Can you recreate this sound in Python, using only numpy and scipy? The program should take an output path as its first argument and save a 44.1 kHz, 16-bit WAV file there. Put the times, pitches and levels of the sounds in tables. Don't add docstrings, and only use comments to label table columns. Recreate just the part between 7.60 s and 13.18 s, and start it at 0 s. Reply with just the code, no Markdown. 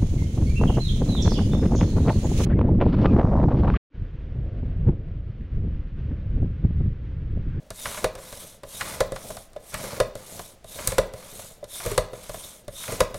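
import sys
import numpy as np
from scipy import signal
from scipy.fft import rfft, irfft
from scipy.io import wavfile
from scipy.ndimage import uniform_filter1d

SR = 44100
rng = np.random.default_rng(int(sys.argv[2]) if len(sys.argv) > 2 else 0)


def dump_mix(stems):
    frames = np.atleast_2d(stems).T
    limited = np.clip(frames, -1, 1)
    pcm = np.round(limited * 32767).astype(np.int16)
    wavfile.write(sys.argv[1], SR, pcm)


N = 246078


def gain_of(db):
    return 10 ** (np.asarray(db) / 20)


def unit_rms(x):
    return x / np.sqrt(np.mean(x ** 2) + 1e-20)


def unit_blow(x):
    return x / np.sqrt(uniform_filter1d(x ** 2, SR // 100).max() + 1e-20)


def lookup(table, hz):
    f, value = np.transpose(table)
    return np.interp(np.log(hz + 1), np.log(f + 1), value)


def add(mix, start_s, sound):
    part = mix[max(round(start_s * SR), 0):][:len(sound)]
    part += sound[:len(part)]


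def coloured(x, spectrum, size=4096):
    log_gain = np.log(gain_of(lookup(spectrum, abs(np.fft.fftfreq(size, 1 / SR)))))
    taps = np.fft.ifft(np.exp(np.conj(signal.hilbert(log_gain)))).real
    if np.sum(taps[:size // 2] ** 2) < np.sum(taps[size // 2:] ** 2):
        taps = np.roll(taps[::-1], 1)
    return signal.fftconvolve(x, taps[:size // 2])[:len(x)]


def wander(hz):
    f = np.fft.rfftfreq(N, 1 / SR)
    return unit_rms(irfft(rfft(rng.standard_normal(N)) / (1 + (f / hz) ** 2), N))


def grains(per_s, spread_db):
    size = gain_of(spread_db * np.minimum(rng.exponential(1, N), 4))
    return unit_rms(size * rng.choice([-1, 1], N) * (rng.random(N) < per_s / SR))


def ease(u):
    return np.sin(np.pi / 2 * np.clip(u, 0, 1)) ** 2


# f/Hz, gain/dB
ROOM_SPECTRUM = [(25, 7), (110, -7.5), (280, -15), (600, -19), (1100, -19), (3000, -23.5), (10000, -31),
                 (16000, -67)]

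def room_noise(db=-55):
    return gain_of(db) * unit_rms(coloured(rng.standard_normal(N), ROOM_SPECTRUM))


def push(t, length_s, speed_up_s, blades_s, hiss_db, crunch_db, drag_db):
    sink_s, load_s, run_out_s = 0.05, 0.039, 0.072
    hiss_fall_db_per_s, rattle_fall_db_per_s = 330, 103
    speed = ease(t / speed_up_s)
    grazing = 1 - ease((t - blades_s) / sink_s + .5)
    unloaded = 1 - ease((t - blades_s) / load_s + .5)
    run_out = ease((t - length_s) / run_out_s + 1)
    stopped_s = np.maximum(t - length_s, 0)
    halt_db = -hiss_fall_db_per_s * stopped_s
    return speed * gain_of([hiss_db - 8 * run_out + halt_db,
                            crunch_db - 11.5 * grazing - 4.5 * run_out + halt_db,
                            drag_db - 15.5 * unloaded - rattle_fall_db_per_s * stopped_s])


def pull(t, length_s, hiss_db, drag_db, onset_s=0.013, brake_s=0.2, scrape_db=-12.5):
    moving = ease(t / onset_s) * np.clip((length_s - t) / brake_s, 0, 1) ** 1.01
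    slow = 1 - np.clip(t / (length_s - brake_s), 0, 1)
    off_blades = 1 - np.exp(-((t / length_s - 0.55) / 0.23) ** 2)
    return (moving * gain_of(hiss_db - 10.5 * slow),
            moving * gain_of(hiss_db + scrape_db),
            moving * gain_of(drag_db - 10.5 * off_blades))


# t/s, speed-up/s, time to blades/s, relative hiss/dB, crunch/dB, drag/dB
PUSHES = [(0.095, 0.15, 0.15, -39, -44, -45.5), (1.029, 0.15, 0.17, -40, -42.5, -42.5),
          (1.96, 0.24, 0.16, -43, -43.5, -43.5), (3.025, 0.15, 0.15, -41, -43, -43.5),
          (4.055, 0.11, 0.15, -38.5, -43.5, -42.5), (5.079, 0.14, 0.19, -39, -41.5, -40.5)]
# t/s, length/s, relative hiss/dB, drag/dB
RETURNS = [(0.567, 0.43, -42, -55), (1.53, 0.36, -43, -47.5), (2.557, 0.41, -42.5, -48.5),
           (3.55, 0.45, -43, -54.5), (4.53, 0.51, -42.5, -58), (5.545, 0.45, -40, -50)]

def strokes(stop_times_s, grip_db=-58.5):
    t, envelopes = np.arange(SR) / SR, np.zeros((3, N))
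    moves = [(s, push(t, stop_s - s, *rest)) for (s, *rest), stop_s in zip(PUSHES, stop_times_s)]
    moves += [(s, pull(t, *rest)) for s, *rest in RETURNS]
    for start_s, move in moves:
        for envelope, part in zip(envelopes, move):
            add(envelope, start_s, part)
    hiss, crunch, drag = envelopes
    return hiss, crunch, drag + gain_of(grip_db)


# f/Hz, gain/dB
DRAG_SPECTRUM = [(25, -21.5), (70, -2), (105, -5.5), (150, -6.5), (190, -4), (290, -12), (400, -11),
                 (520, -5), (620, -4), (800, -14), (1500, -64), (5000, -34)]

def rail_drag(envelope, gain_db=1.5, judder_db=3.5):
    slips = grains(per_s=1100, spread_db=-2.0) * gain_of(judder_db * wander(hz=29.8))
    return gain_of(gain_db) * envelope * unit_rms(coloured(slips, DRAG_SPECTRUM))


# f/Hz, gain/dB
HISS_SPECTRUM = [(300, -64), (1500, -13.5), (2700, -9), (3600, -1.5), (4700, -7.5), (6300, -2), (7300, -3),
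                 (8300, 0), (9600, 0), (10500, -1), (13000, -5), (15800, -16.5)]

def ramp_hiss(envelope, flutter_db=1.46, patch_db=2.0):
    slips = grains(per_s=8000, spread_db=-3.5) * gain_of(flutter_db * wander(hz=71))
    bins = signal.stft(coloured(slips, HISS_SPECTRUM), SR, nperseg=512)[2]
    patches = uniform_filter1d(rng.standard_normal(bins.shape), size=7, axis=0)
    patches = unit_rms(uniform_filter1d(patches, size=5, axis=1))
    fizz = signal.istft(bins * gain_of(patch_db * patches), SR, nperseg=512)[1][:N]
    return envelope * unit_rms(fizz)


def chatter(t, peak_s):
    bins = rfft(t / peak_s * np.exp(-t / peak_s) * rng.standard_normal(len(t)))
    flattened = irfft(bins / (abs(bins) + abs(bins).mean()), len(t))
    return flattened * np.exp(-(t / (10 * peak_s)) ** 2)


def ring(modes, t, detune):
    out = np.zeros(len(t))
    for hz, db, t60_s in modes:
        hz *= 1 + detune * rng.standard_normal()
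        out += gain_of(db - 60 * t / t60_s) * np.sin(2 * np.pi * hz * t)
    return out


# f/Hz, level/dB re the holder's hollow, t60/s
FRAME_MODES = [(430, -4.5, 0.039), (513.8, -15, 0.13), (594, -8, 0.027), (608.7, -14.5, 0.14),
               (655.6, -19.5, 0.12), (1034.5, -20.5, 0.034), (1270, -27.5, 0.056), (1696, -34, 0.11),
               (1995, -27, 0.067), (2710, -57, 0.0079), (3644, -27, 0.054)]
# f/Hz, relative level/dB, t60/s
FEET_MODES = [(34.5, 0, 0.21), (104.7, 4, 0.0857), (173, -6, 0.14)]

def blows(rows, clack_spectrum, crack_spectrum, *, crack_s, clack_s, build_up_s, hollow_t60_s,
          ring_db, clack_db, crack_db, thud_db):
    t, out = np.arange(SR // 3) / SR, np.zeros(N)
    build_up = 1 - np.exp(-(t / build_up_s) ** 2)
    for start_s, crack_level, clack_level, ring_level, hollow_hz in rows:
        hollow = ring([(hollow_hz, 0, hollow_t60_s)], t, detune=0)
        clack = coloured(chatter(t, clack_s), clack_spectrum)
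        crack = coloured(chatter(t, crack_s), crack_spectrum)
        body = build_up * (hollow + ring(FRAME_MODES, t, detune=0.0098))
        thud = build_up * ring(FEET_MODES, t, detune=0.067)
        thud_level = (crack_level + ring_level) / 2
        add(out, start_s, gain_of(clack_level + clack_db) * unit_blow(clack))
        add(out, start_s, gain_of(crack_level + crack_db) * unit_blow(crack))
        add(out, start_s, gain_of(ring_level + ring_db) * unit_blow(body))
        add(out, start_s, gain_of(thud_level + thud_db) * unit_blow(thud))
    return out


# f/Hz, gain/dB
PLASTIC_CLACK = [(200, -18), (600, 4), (740, 7.5), (870, 1.5), (1040, 5.5), (1170, 5.5), (1290, 1.5),
                 (1550, 1.5), (1720, -2), (1900, -4), (2500, -7), (3700, -8), (7000, -14), (15000, -27.5)]
PLASTIC_CRACK = [(500, 9.5), (2000, -29), (3700, 5), (4600, 0.5), (7000, 0), (9000, 5), (10500, -1.5),
                 (13000, -4), (15800, -27)]
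# t/s, relative crack/dB, clack/dB, ring/dB, hollow f/Hz
RAIL_TAPS = [(0.1038, -23, -33.5, -33.5, 640), (0.5521, -28.5, -38.5, -37, 525),
             (0.5834, -41, -44, -37, 557), (0.7257, -28, -39.5, -38.5, 570),
             (1.033, -34, -36.5, -34.5, 565), (1.5199, -24, -37, -24.5, 538),
             (1.5601, -30, -29.5, -41, 506), (1.7024, -34, -35.5, -31, 633), (1.7678, -26, -34, -39.5, 655),
             (1.932, -39.5, -53, -55, 680), (1.9615, -52, -40.5, -28.5, 589),
             (2.2391, -26, -33.5, -30.5, 523), (2.5531, -25.5, -39, -31.5, 580),
             (2.7925, -26, -31, -41, 716), (3.043, -35.5, -47.5, -40, 644), (3.5364, -29.5, -42, -35, 556),
             (3.7921, -35, -39, -41, 594), (4.0274, -72, -58, -30, 584), (4.0417, -30, -44, -45, 630),
             (4.5318, -36, -40.5, -30.5, 487), (4.6935, -25, -35.5, -30.5, 588),
             (4.7418, -30, -34, -33, 643), (5.0799, -27, -39.5, -30.5, 585), (5.5428, -24, -33, -30, 570)]

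def rail_taps():
    return blows(RAIL_TAPS, PLASTIC_CLACK, PLASTIC_CRACK,
                 crack_s=0.0011, clack_s=0.0035, build_up_s=0.0031, hollow_t60_s=0.055,
                 ring_db=-3.0, clack_db=-4.5, crack_db=-12.5, thud_db=-10.0)


# centre t/s, length/s, f/Hz, level/dB
SQUEAKS = [(0.22, 0.12, 3670, -49.5), (1.163, 0.06, 3730, -45), (3.124, 0.13, 3740, -54),
           (4.157, 0.14, 3660, -45), (4.843, 0.019, 3580, -40), (5.2, 0.12, 3675, -41.5)]

def ramp_squeaks(width_hz=130, waver=0.00676):
    t, out = np.arange(N) / SR, np.zeros(N)
    rasp = wander(width_hz) + 1j * wander(width_hz)
    drift = 1 + waver * wander(hz=41)
    for centre_s, length_s, hz, db in SQUEAKS:
        swell = np.cos(np.pi * np.clip((t - centre_s) / length_s, -.5, .5))
        whistle = np.exp(2j * np.pi * np.cumsum(hz * drift) / SR)
        out += gain_of(db) * swell * (rasp * whistle).real
    return out


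# f/Hz, gain/dB
CRUNCH_SPECTRUM = [(250, -12.5), (700, -10), (880, 10), (1050, 10.5), (1600, 4.5), (1850, 0), (2100, 7),
                   (2700, -1), (4200, 1), (7000, -3), (15000, -38)]

def cell_crunch(envelope, gain_db=1.0, clump_db=2.5):
    bursts = grains(per_s=2900, spread_db=1.0) * gain_of(clump_db * wander(hz=90))
    return gain_of(gain_db) * envelope * unit_rms(coloured(bursts, CRUNCH_SPECTRUM))


# f/Hz, gain/dB
BITE_SPECTRUM = [(200, -90), (700, -1.5), (1100, 6.5), (1400, 5.5), (1800, 3), (2300, 3), (3000, -4.5),
                 (7000, -13.5), (15000, -64)]

def fibre_crackle(envelope, gain_db=-8.0, decay_s=0.0023):
    breaks = abs(grains(per_s=60, spread_db=2.5))
    decays = signal.lfilter([1], [1, -np.exp(-1 / (decay_s * SR))], breaks)
    snaps = coloured(decays * rng.standard_normal(N), BITE_SPECTRUM)
    return gain_of(gain_db) * envelope * unit_rms(snaps)


# f/Hz, gain/dB
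SNAP_SPECTRUM = [(500, -35), (2000, -58), (3700, -2), (5500, 0), (7500, 5), (9000, 9.5), (11000, 0),
                 (13000, 1), (15800, -10)]
# t/s, relative crack/dB, clack/dB, ring/dB, hollow f/Hz
BLADE_BITES = [(0.2546, -29, -29, -34, 560), (0.3725, -28, -38, -33, 603), (1.2085, -20, -28, -40, 485),
               (2.141, -15, -32.5, -31.5, 613), (3.1864, -34, -40, -30, 590), (3.273, -0.5, -34, -27, 500),
               (3.319, -19, -36.5, -23, 534), (4.2, -34, -40, -41, 724), (4.2605, -14.5, -38, -19.5, 486),
               (4.314, -18, -39, -21.5, 410), (5.2362, -33, -40.5, -47, 666),
               (5.2781, -30, -38.5, -34, 505), (5.3212, -17.5, -41.5, -25, 463)]

def blade_bites():
    return blows(BLADE_BITES, BITE_SPECTRUM, SNAP_SPECTRUM,
                 crack_s=0.0016, clack_s=0.0034, build_up_s=0.0038, hollow_t60_s=0.078,
                 ring_db=-6.0, clack_db=2.5, crack_db=-16.0, thud_db=-12.0)


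# t/s, relative crack/dB, clack/dB, ring/dB, hollow f/Hz
STOP_KNOCKS = [(0.4417, -20.5, -17, -19, 495.5), (1.4043, -20, -19, -17.5, 503),
               (2.4005, -20.5, -19.5, -15.5, 493), (3.3818, -15, -16, -15, 539),
               (4.3774, -14, -15.5, -17, 492), (5.404, -15, -14.5, -15.5, 525)]

def stop_knocks():
    return blows(STOP_KNOCKS, PLASTIC_CLACK, PLASTIC_CRACK,
                 crack_s=0.0016, clack_s=0.0028, build_up_s=0.005, hollow_t60_s=0.043,
                 ring_db=1.5, clack_db=-2.5, crack_db=-6.5, thud_db=-9.0)


# f/Hz, t60/s
KITCHEN_T60 = [(100, 0.4), (500, 0.57), (1500, 0.46), (4000, 0.49), (9000, 0.24), (16000, 0.21)]

def kitchen_reverb(x, first_s=0.0036, echoes_per_s=4000, early_t60_s=0.14, low_db=-1.5):
    echoes = rng.choice([-1., 1.], SR) * (rng.random(SR) < echoes_per_s / SR)
    echoes *= np.arange(SR) > first_s * SR
    hz, t, bins = signal.stft(echoes, SR, nperseg=256)
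    early = gain_of(-60 * t / early_t60_s) * (hz > 800)[:, None]
    tail = gain_of(-60 * t / lookup(KITCHEN_T60, hz)[:, None])
    bins *= early + tail
    norm = np.linalg.norm(signal.istft(bins, SR, nperseg=256)[1])
    shelf = gain_of(lookup([(550, low_db), (1200, 0)], hz))[:, None]
    response = signal.istft(bins * shelf, SR, nperseg=256)[1] / norm
    return signal.fftconvolve(x, response)[:N]


def scene(reverb_db=-9.5):
    hiss, crunch, drag = strokes([knock[0] for knock in STOP_KNOCKS])
    near = ramp_hiss(hiss) + cell_crunch(crunch) + fibre_crackle(crunch) + rail_drag(drag)
    near += ramp_squeaks() + stop_knocks() + rail_taps() + blade_bites()
    mono = near + room_noise() + gain_of(reverb_db) * kitchen_reverb(near)
    return np.array([mono, mono])


def record(dry):
    low_pass = signal.firwin(301, 16100, window=("kaiser", 8), fs=SR)
    return signal.oaconvolve(dry, low_pass[None], "same")


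dry = scene()
out = record(dry)
dump_mix(out)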